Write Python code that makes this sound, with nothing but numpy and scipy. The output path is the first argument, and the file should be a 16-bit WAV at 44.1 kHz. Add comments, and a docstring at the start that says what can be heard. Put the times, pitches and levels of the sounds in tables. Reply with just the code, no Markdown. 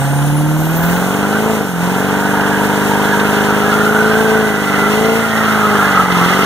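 """A round exhaust boom turns to hard, uneven hammering: a V8 diesel pickup's burnout, metres away.
Eight unequal puffs a cycle sound the tailpipe; the revs sag three times and recover.
The turbo whistles up out of hearing and spreads into a whoosh as boost arrives.
The spinning rear tires scrub, hiss and break into a ragged stick-slip squeal."""
import sys
import numpy as np
from scipy import signal
from scipy.fft import rfft, irfft, next_fast_len
from scipy.io import wavfile
from scipy.ndimage import uniform_filter1d, map_coordinates

SR = 44100
rng = np.random.default_rng(int(sys.argv[2]) if len(sys.argv) > 2 else 0)


def store_wav(level_fs):
    """Save 16-bit WAV to argv[1]."""
    pcm = np.round(np.clip(np.atleast_2d(level_fs), -1, 1) * 32767)
    wavfile.write(sys.argv[1], SR, pcm.T.astype(np.int16))


N = 284445
BOOST_AT_S, BOOST_RISE_S = 0.77, 0.11

# in firing order: (puff size [dB], lateness [firings], puff width [firings], gas burst [dB])
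CYLINDERS = [(-0.5, 0.08, 0.05, -6), (-1.5, 0.11, 0.031, -16), (6, 0.083, 0.071, -19),
             (10, 0.18, 0.062, -8.5), (8.5, -0.03, 0.15, -15.5), (-7, -0.14, 0.041, -15.5),
             (1, -0.1, 0.079, -11.5), (14, 0.17, 0.083, -7)]
# pipe response to the firing tone and its octave: (frequency [Hz], level [dB])
PIPE_TONES = [(137, -15.5), (145, -13.5), (151, -13.5), (157, -16), (172, -14), (192, -21), (216, -18.5),
              (228, -18), (278, -23.5), (302, -16), (325, -22.5), (355, -38), (392, -35), (410, -26),
              (436, -20.5), (447, -14.5), (455, -11)]
# load eases, truck gets quieter: (middle [s], half length [s], depth [dB])
LOAD_EASES = [(1.725, 0.096, 6), (2.22, 0.039, 1.8), (4.6, 0.135, 3), (5.27, 0.13, 2), (6.07, 0.032, 3.5)]
# rear tire slip: (time [s], level [dB])
SLIP = [(0, -7.5), (.6, -10), (.85, -3.5), (2.1, -3.5), (3.1, 0.7), (4.4, -.5), (4.95, 2.5), (5.3, 1.5),
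        (6.05, 1.5), (6.2, 5.5), (6.45, 4.5)]
# tread bites (+) or slides free (-): (middle [s], half length [s], gain [dB])
BITES = [(.835, 0.016, 5), (.925, 0.0093, 6.5), (.975, 0.011, 3.5), (1.255, .025, 5), (1.355, 0.039, 7.5),
         (1.525, 0.021, -19), (2.0, 0.025, 2.5), (2.38, 0.27, 5.5), (3.95, 0.45, 8.5), (4.79, 0.081, 5.5),
         (5.08, .17, -6.5), (5.65, 0.31, 4.5), (5.83, 0.032, 8), (5.99, 0.039, 11)]
# tread grabs and lets go: (time [s], top pitch [Hz], half length [s], level [dB])
HOPS = [(3.619, 1376, .009, -13), (3.645, 1360, .008, -14), (3.699, 1335, .01, -13),
        (3.75, 1386, .014, -13), (3.815, 1426, .011, -10.5), (3.865, 1406, .011, -11),
        (3.899, 1478, .009, -11), (3.966, 1470, .011, -10.5), (4.011, 1510, .011, -11),
        (4.049, 1525, .01, -13), (4.116, 1580, .009, -12), (4.159, 1547, .009, -13),
        (4.202, 1585, .009, -12.5), (4.261, 1570, .009, -14.5), (4.307, 1560, .009, -13),
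        (4.345, 1550, .009, -15), (4.452, 1520, .012, -16), (4.678, 1413, .012, -14),
        (4.796, 1430, .028, -15), (5.654, 1290, .016, -11), (5.798, 1390, .008, -11),
        (5.827, 1392, .008, -8.5), (5.999, 1302, .018, -9), (6.159, 1276, .009, -10)]


def hammer(firings, level_db=-18, unboosted_db=-6, shake_db=0.8, lag_s=0.087):
    """Differences between the puffs hammer through the pipe, harder once boost is up."""
    # tailpipe on boost and before it: (frequency [Hz], gain [dB])
    boosted_pipe = [(20, -41), (50, -13), (100, -3.5), (150, 1.6), (200, 2), (250, 4), (273, 2), (297, 7),
                    (322, -1.5), (345, -13), (372, 0.5), (400, 3), (425, 8), (450, 6.5), (490, 2), (530, 2),
                    (570, -1.5), (640, 1.5), (690, 8.5), (725, -3.5), (770, 11), (830, 5.5), (950, 2.5),
                    (1200, 10), (2000, -23), (5000, -60)]
    soft_pipe = [(20, -40), (55, -14), (110, -6), (185, 5.5), (250, 3), (300, 3), (340, 2), (400, 3),
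                 (470, -25), (520, 12), (600, 0), (700, 10), (840, -6), (1000, -11), (2000, -25),
                 (5000, -60)]
    count = len(CYLINDERS)
    orders = cycle_orders()
    orders[[count, 2 * count]] = 0  # left to boom and drone
    cycle = irfft(orders)
    cycle_firings = np.arange(len(cycle)) * count / len(cycle)
    waves = pipe_dispersion(np.interp(firings, cycle_firings, cycle, period=count))
    boost = onset(BOOST_AT_S + lag_s, 2 * BOOST_RISE_S)
    piped = boost * coloured(waves, boosted_pipe)
    piped += (1 - boost) * amp(unboosted_db) * coloured(waves, soft_pipe)
    loss_db = swells(LOAD_EASES) + 3 * imbalance() + 2 * lugging()
    return amp(level_db - loss_db + shake_db * wobble(150)) * piped


def boom(firings, waver_db=0.47):
    """The puffs' common beat: a round tone at the firing rate."""
    level_db = along(PIPE_TONES, firing_hz()) - swells(LOAD_EASES) + waver_db * wobble(14)
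    return np.sqrt(2) * amp(level_db) * np.cos(2 * np.pi * firings)


def drone(firings, start_db=-4, growth_db_per_s=2, edge_db=-6):
    """Octave of the firing tone; when loud it gains a third-harmonic edge."""
    # brief fades: (middle [s], half length [s], depth [dB])
    dips = [(5.37, 0.28, 16), (5.95, 0.094, 22)]
    growth_db = start_db + growth_db_per_s * np.arange(N) / SR
    gain = amp(along(PIPE_TONES, 2 * firing_hz()) + growth_db - 2 * swells(LOAD_EASES) - swells(dips))
    edge = amp(edge_db) * gain ** 2 * order_tone(firings, 3)
    return np.sqrt(2) * (gain * np.cos(4 * np.pi * firings) + edge)


def lope(firings, level_db=-37, edge_db=-36):
    """Unbalanced banks add a tone at half the firing rate, with an edge."""
    tones = amp(level_db) * order_tone(firings, 0.5) + amp(edge_db) * order_tone(firings, 3)
    return np.sqrt(2) * imbalance() * tones


def rasp(firings, level_db=-21, fade_firings=0.87, steady=0.52):
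    """Each puff drags a burst of turbulent gas out of the pipe."""
    # (frequency [Hz], density [dB])
    gas_spectrum = [(60, -32), (200, -8), (350, -10), (450, -3), (570, -7.5), (750, -2), (930, 0),
                    (1120, -5), (1500, -4.5), (1800, -23), (2500, -10.5), (4000, -23.5), (8000, -90)]
    burst_db = np.transpose(CYLINDERS)[-1][firings.astype(int) % len(CYLINDERS)]
    gate = steady + amp(burst_db) * np.exp(-(firings % 1) / fade_firings)
    gas = coloured(gate * rng.standard_normal(N), gas_spectrum)
    unboosted = 1 - onset(BOOST_AT_S, BOOST_RISE_S)
    flow_db = -2 * unboosted + 0.28 * curve(SLIP) - swells(LOAD_EASES) + 0.074 * swells(BITES)
    return amp(level_db + flow_db) * gas


def chug(firings, bark_firings=0.75, floor=0.28, ring_db=1, puff_db=-31, puff_s=0.0049, end_s=0.89):
    """Until boost is up, each firing knocks the pipe's modes, with a bark once a cycle."""
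    # (frequency [Hz], level [dB], decay [s])
    pipe_modes = [(534, -23.5, 0.016), (702, -17.5, 0.0052), (833, -17.5, 0.0049), (990, -36, 0.0013)]
    # (frequency [Hz], density [dB])
    puff_spectrum = [(200, -14), (450, -17), (750, 11), (1000, -17), (1250, -19), (4000, -45)]
    since_bark = (firings - 3.3) % len(CYLINDERS)
    since_firing = since_bark % 1
    accent = floor + (1 - floor) * np.exp(-(since_bark / bark_firings) ** 2)
    force = (1 - onset(end_s, BOOST_RISE_S)) * amp(0.2 * wobble(20)) * accent
    knocks = force * (np.diff(since_firing, prepend=0) < 0)
    t = np.arange(SR // 10) / SR
    ring = sum(amp(db) * np.exp(-t / decay_s) * np.sin(2 * np.pi * hz * t)
               for hz, db, decay_s in pipe_modes)
    gas = coloured(rng.standard_normal(N), puff_spectrum)
    puffs = force * np.exp(-since_firing / firing_hz() / puff_s) * gas
    return amp(ring_db) * signal.fftconvolve(knocks, ring)[:N] + amp(puff_db) * puffs


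def squeal(level_db=-22, patch_count=5, patch_width_hz=26, scatter=0.065, screech_width_hz=210):
    """Tread patches stick and slip, each at a wandering pitch; louder with slip or a bite."""
    # (time [s], pitch [Hz])
    pitch_track = [(0, 1538), (1.3, 1428), (2.3, 1518), (3.3, 1475), (3.65, 1365), (4.2, 1481), (4.8, 1400),
                   (5.3, 1376), (5.7, 1307), (6.45, 1307)]
    pitch_hz = curve(pitch_track)
    patches = 0
    for _ in range(patch_count):
        flicker = amp(-2 * wobble(38))
        patches += flicker * narrow_noise(pitch_hz * (1 + scatter * wobble(45)), patch_width_hz)
    screech = amp(2) * narrow_noise(pitch_hz, screech_width_hz)  # many small patches blur
    # patches squeal less while the whole tread hops
    hopping = np.minimum(sum(swell(at_s, 0.028) for at_s, *_ in HOPS), 1)
    grip_db = 1.13 * curve(SLIP) + swells(BITES) - 0.6 * swells(LOAD_EASES) - 5.5 * hopping
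    return amp(level_db + grip_db) * unit(unit(patches) + screech)


def chirps(sag_hz_per_s=7000, round_s=0.005, tail_s=0.016, tail_db=-14, lead_db=-17):
    """The tread hops; each chirp arches up to its pitch, then sags and fades."""
    t, sound = np.arange(N) / SR, 0
    for at_s, top_hz, half_s, db in HOPS:
        off_peak_s = np.maximum(np.hypot(t - at_s, round_s) - half_s / 2, 0)
        pitch_hz = top_hz * (1 + 0.005 * wobble(120)) - sag_hz_per_s * off_peak_s
        lead = amp(lead_db) * swell(at_s - tail_s, tail_s / 2)
        tail = amp(tail_db) * swell(at_s + tail_s, tail_s)
        envelope = lead + swell(at_s, half_s) + tail
        sound += amp(db) * envelope * np.sin(2 * np.pi * np.cumsum(pitch_hz) / SR)
    return sound


def howls(waver=0.009, grit_db=2):
    """Other modes of the sliding tires catch briefly and glide as the grip changes."""
    # (middle [s], half length [s], pitch [Hz], glide [Hz/s], width [Hz], level [dB])
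    tire_modes = [(1.867, 0.065, 900, 1.5, 82, -24.5), (2.821, 0.88, 933, 20, 46, -23.5),
                  (3.097, 0.67, 1675, 0, 59, -32), (3.645, 0.13, 1667, 102, 17, -28.5),
                  (3.811, 0.043, 1780, 502, 25, -31), (4.803, 0.54, 1996, 60.5, 33, -28),
                  (4.87, 0.042, 1360, 1, 14, -22.5), (5.18, .15, 1408, 1, 13, -25),
                  (5.38, 0.16, 1844, -1, 39, -26), (5.471, 0.12, 1550, -500, 40, -24),
                  (5.54, 0.21, 1325, -150, 30, -23.5), (5.792, .02, 832, 1501, 120, -27),
                  (5.825, 0.24, 1598, 0.5, 141, -21.5), (5.899, 0.32, 837, 5, 76, -24),
                  (6.083, 0.9, 2032, 0, 92, -30), (6.192, 0.038, 1049, 2998, 65, -21),
                  (6.22, 0.037, 798, 4497, 60, -25.5), (6.227, 0.09, 1040, -0.5, 140, -25),
                  (6.298, .025, 1396, 1003, 20, -25), (6.335, 0.018, 1970, 1503, 22, -23)]
    t, sound = np.arange(N) / SR, 0
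    for at_s, half_s, hz, glide_hz_per_s, width_hz, db in tire_modes:
        pitch_hz = hz * (1 + waver * wobble(13)) + glide_hz_per_s * (t - at_s)
        sound += amp(db) * swell(at_s, half_s) * narrow_noise(pitch_hz, width_hz)
    return amp(grit_db * wobble(110)) * sound


def scrub(direct_db=-26, scattered_db=-31, grit_db=2):
    """Rubber grinds on asphalt; part of the noise bounces under the truck and arrives diffuse."""
    # (frequency [Hz], density [dB])
    direct_spectrum = [(500, -55), (1200, -1), (1700, -1.5), (2050, -4.5), (2300, -12.5), (2700, 3),
                       (3050, -8), (3350, -6.5), (4200, -12.5), (6000, -14), (10000, -100)]
    scattered_spectrum = [(300, -13), (900, -7), (1500, 0.5), (1900, 1), (2150, 4), (2500, -33.5),
                          (3100, -0.5), (3800, -12.5), (5000, -38), (8000, -50)]
    drive_db = curve(SLIP) - 0.68 * swells(LOAD_EASES)
    direct = amp(direct_db + grit_db * wobble(90)) * coloured(rng.standard_normal(N), direct_spectrum)
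    scattered = amp(scattered_db) * coloured(rng.standard_normal((2, N)), scattered_spectrum)
    return amp(drive_db) * (direct + scattered)


def hiss(level_db=-27, fade_db_per_s=0.5):
    """Fine hiss of the slipping tires, half direct, half diffuse."""
    # (frequency [Hz], density [dB])
    spectrum = [(2000, -36), (3500, 2.5), (4800, -4), (6500, 6), (8000, 3.5), (9500, 2.5), (11500, 3.5),
                (13000, 1.5), (15200, 2), (16000, -14)]
    noise = coloured(rng.standard_normal(N) + rng.standard_normal((2, N)), spectrum)
    drive_db = 0.52 * curve(SLIP) - 0.58 * swells(LOAD_EASES)
    fade_db = fade_db_per_s * np.arange(N) / SR
    return amp(level_db + drive_db - fade_db + wobble(25)) * noise


def turbo(start_hz=8110, octaves_per_s=0.96, whistle_db=-35, air_db=-42, whoosh_db=-38):
    """The compressor winds up; on boost its whistle spreads into air leaking by many paths."""
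    octaves = np.minimum(octaves_per_s * np.arange(N) / SR, 1)
    pitch_hz = start_hz * 2 ** octaves * (1 + 0.003 * wobble(22))
    flare_db, lull_db = 12 * swell(0.86, 0.14), 5 * swell(0.47, 0.14)
    whistle = amp(whistle_db + 3.2 * wobble(45) + flare_db / 2 - lull_db)
    whistle *= 1 - onset(0.87, BOOST_RISE_S / 2)
    air = amp(air_db + flare_db) * (1 - onset(1.05, BOOST_RISE_S))
    whoosh = amp(whoosh_db) * swell(0.93, 0.2)
    bands = (whistle, 75), (air, 900), (whoosh, 3500)  # (gain, width [Hz])
    return np.array([sum(gain * narrow_noise(pitch_hz, width_hz) for gain, width_hz in bands)
                     for _ in range(2)])


def rumble(level_db=-40, lug_db=9, surge_db=7):
    """Diffuse low rumble, strongest while the engine lugs and as boost arrives."""
    # (frequency [Hz], density [dB])
    spectrum = [(15, -20), (35, -4), (70, 9.5), (130, 5), (300, 2), (800, -27)]
    drive_db = lug_db * lugging() + surge_db * swell(0.9, 0.19) - swells(LOAD_EASES)
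    return amp(level_db + drive_db) * coloured(rng.standard_normal((2, N)), spectrum)


def firing_hz(flywheel_s=0.12):
    """Firing rate; the flywheel rounds each change of speed."""
    # (time [s], firing rate [Hz])
    revs = [(0.0, 136.99), (0.631, 156.34), (0.837, 168.83), (1.024, 182.26), (1.519, 223.07),
            (1.773, 165.68), (1.865, 180.47), (2.083, 194.42), (3.041, 202.52), (3.643, 205.86),
            (4.222, 218.75), (4.415, 217.86), (4.698, 193.95), (5.125, 226.06), (5.667, 209.41),
            (6.224, 172.83), (6.45, 196.49)]
    return uniform_filter1d(curve(revs), int(flywheel_s * SR), mode="nearest")


def lugging(below_hz=178, span_hz=13):
    """1 while the engine labours at low revs, 0 when it spins freely."""
    return 0.5 - 0.5 * np.tanh((firing_hz() - below_hz) / span_hz)


def imbalance(start_s=5.18, end_s=6):
    """1 while the two cylinder banks are out of balance."""
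    return onset(start_s, 0.061) * (1 - onset(end_s, 0.088))


def cycle_orders(skew_rad=0.81):
    """Complex harmonics of one cycle of bell-shaped puffs; the skew adds suction after each."""
    count = len(CYLINDERS)
    size_db, late, width, _ = np.transpose(CYLINDERS)[:, :, None]
    multiple = np.arange(1025) / count  # of the firing rate
    at_firings = np.arange(count)[:, None] + late
    puffs = amp(size_db) * np.exp(-2 * (np.pi * width * multiple) ** 2)
    return (puffs * np.exp(-2j * np.pi * multiple * at_firings)).sum(0) * np.exp(1j * skew_rad)


def order_tone(firings, multiple):
    """Cosine at a multiple of the firing rate, in phase with the puffs."""
    phase_rad = np.angle(cycle_orders()[int(multiple * len(CYLINDERS))])
    return np.cos(2 * np.pi * multiple * firings + phase_rad)


def pipe_dispersion(x, above_hz=480, s_per_octave=0.00025):
    """Higher overtones linger in the pipe and come out later."""
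    def response(hz):
        delay_s = s_per_octave * np.log2(np.maximum(hz / above_hz, 1))
        return np.exp(-2j * np.pi * np.cumsum(delay_s) * hz[1])
    return filtered(x, response)


def mic_ports(x):
    """Two microphone ports hear the truck with different phase and strength."""
    # (frequency [Hz], left lead [rad])
    phase = [(60, 1.3), (150, .9), (300, .72), (430, .45), (700, .2), (1400, 0), (1950, -.2), (2200, -2.8),
             (2750, -3.4), (3300, -5.9), (4000, -6.5), (5000, -9.42), (15400, -34.56)]
    # (frequency [Hz], left minus right [dB])
    balance = [(60, -7), (200, -1.5), (300, 2), (430, 2.5), (600, 2.5), (900, 1.6), (1400, -0.9),
               (1750, -6.5), (2000, -7.5), (2400, -6), (3000, 6.5), (3400, -0.5), (4200, 0), (5000, 2.2),
               (15000, 1.5)]
    sides = np.array([[0.5], [-0.5]])

    def response(hz):
        lead_rad = np.interp(hz, *np.transpose(phase))
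        return amp(sides * along(balance, hz)) * np.exp(1j * sides * lead_rad)
    return filtered(x, response)


def amp(db):
    """Decibels to gain."""
    return 10 ** (np.asarray(db) / 20)


def unit(x):
    """x at rms 1."""
    return x / np.sqrt(np.mean(x ** 2) + 1e-20)


def along(points, hz):
    """(frequency [Hz], value) points read on a log axis."""
    knots_hz, values = np.transpose(points)
    return np.interp(np.log(hz + 1), np.log(knots_hz), values)


def curve(points):
    """(time [s], value) points read at each sample."""
    return np.interp(np.arange(N) / SR, *np.transpose(points))


def swell(middle_s, half_s):
    """A bell in time, peak 1."""
    return np.exp(-((np.arange(N) / SR - middle_s) / half_s) ** 2)


def swells(rows):
    """Sum of (middle [s], half length [s], height) bells."""
    return sum(height * swell(middle_s, half_s) for middle_s, half_s, height in rows)


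def onset(at_s, rise_s):
    """Smooth step from 0 to 1."""
    return 0.5 + 0.5 * np.tanh((np.arange(N) / SR - at_s) / rise_s)


def wobble(knots_per_s):
    """Smooth random curve."""
    knots = rng.standard_normal(int(N * knots_per_s / SR) + 4)
    return map_coordinates(knots, [np.arange(N) * knots_per_s / SR], order=2)


def filtered(x, response):
    """x through a complex frequency response."""
    size = next_fast_len(N + 8192)
    return irfft(rfft(x, size) * response(np.fft.rfftfreq(size, 1 / SR)), size)[..., :N]


def coloured(x, spectrum):
    """x through a spectrum, at rms 1."""
    return unit(filtered(x, lambda hz: amp(along(spectrum, hz))))


def narrow_noise(centre_hz, width_hz):
    """Noise band that follows a pitch curve, at rms 1."""
    a, b = filtered(rng.standard_normal((2, N)), lambda hz: 1 / (1 + (hz / width_hz) ** 2))
    phase = 2 * np.pi * np.cumsum(centre_hz) / SR
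    return unit(a * np.cos(phase) + b * np.sin(phase))


def scene():
    """Exhaust, tires and turbo, heard from beside the truck."""
    firings = 0.62 + np.cumsum(firing_hz()) / SR  # crank position
    exhaust = sum(source(firings) for source in (hammer, boom, drone, lope, rasp, chug))
    tires = squeal() + chirps() + howls() + scrub() + hiss()
    return mic_ports(exhaust + tires) + turbo() + rumble()


def record(dry):
    """Peaks limited to full scale, then a hard band limit."""
    top_hz = 15700
    return filtered(np.clip(dry, -1, 1), lambda hz: hz < top_hz)


dry = scene()
out = record(dry)
store_wav(out)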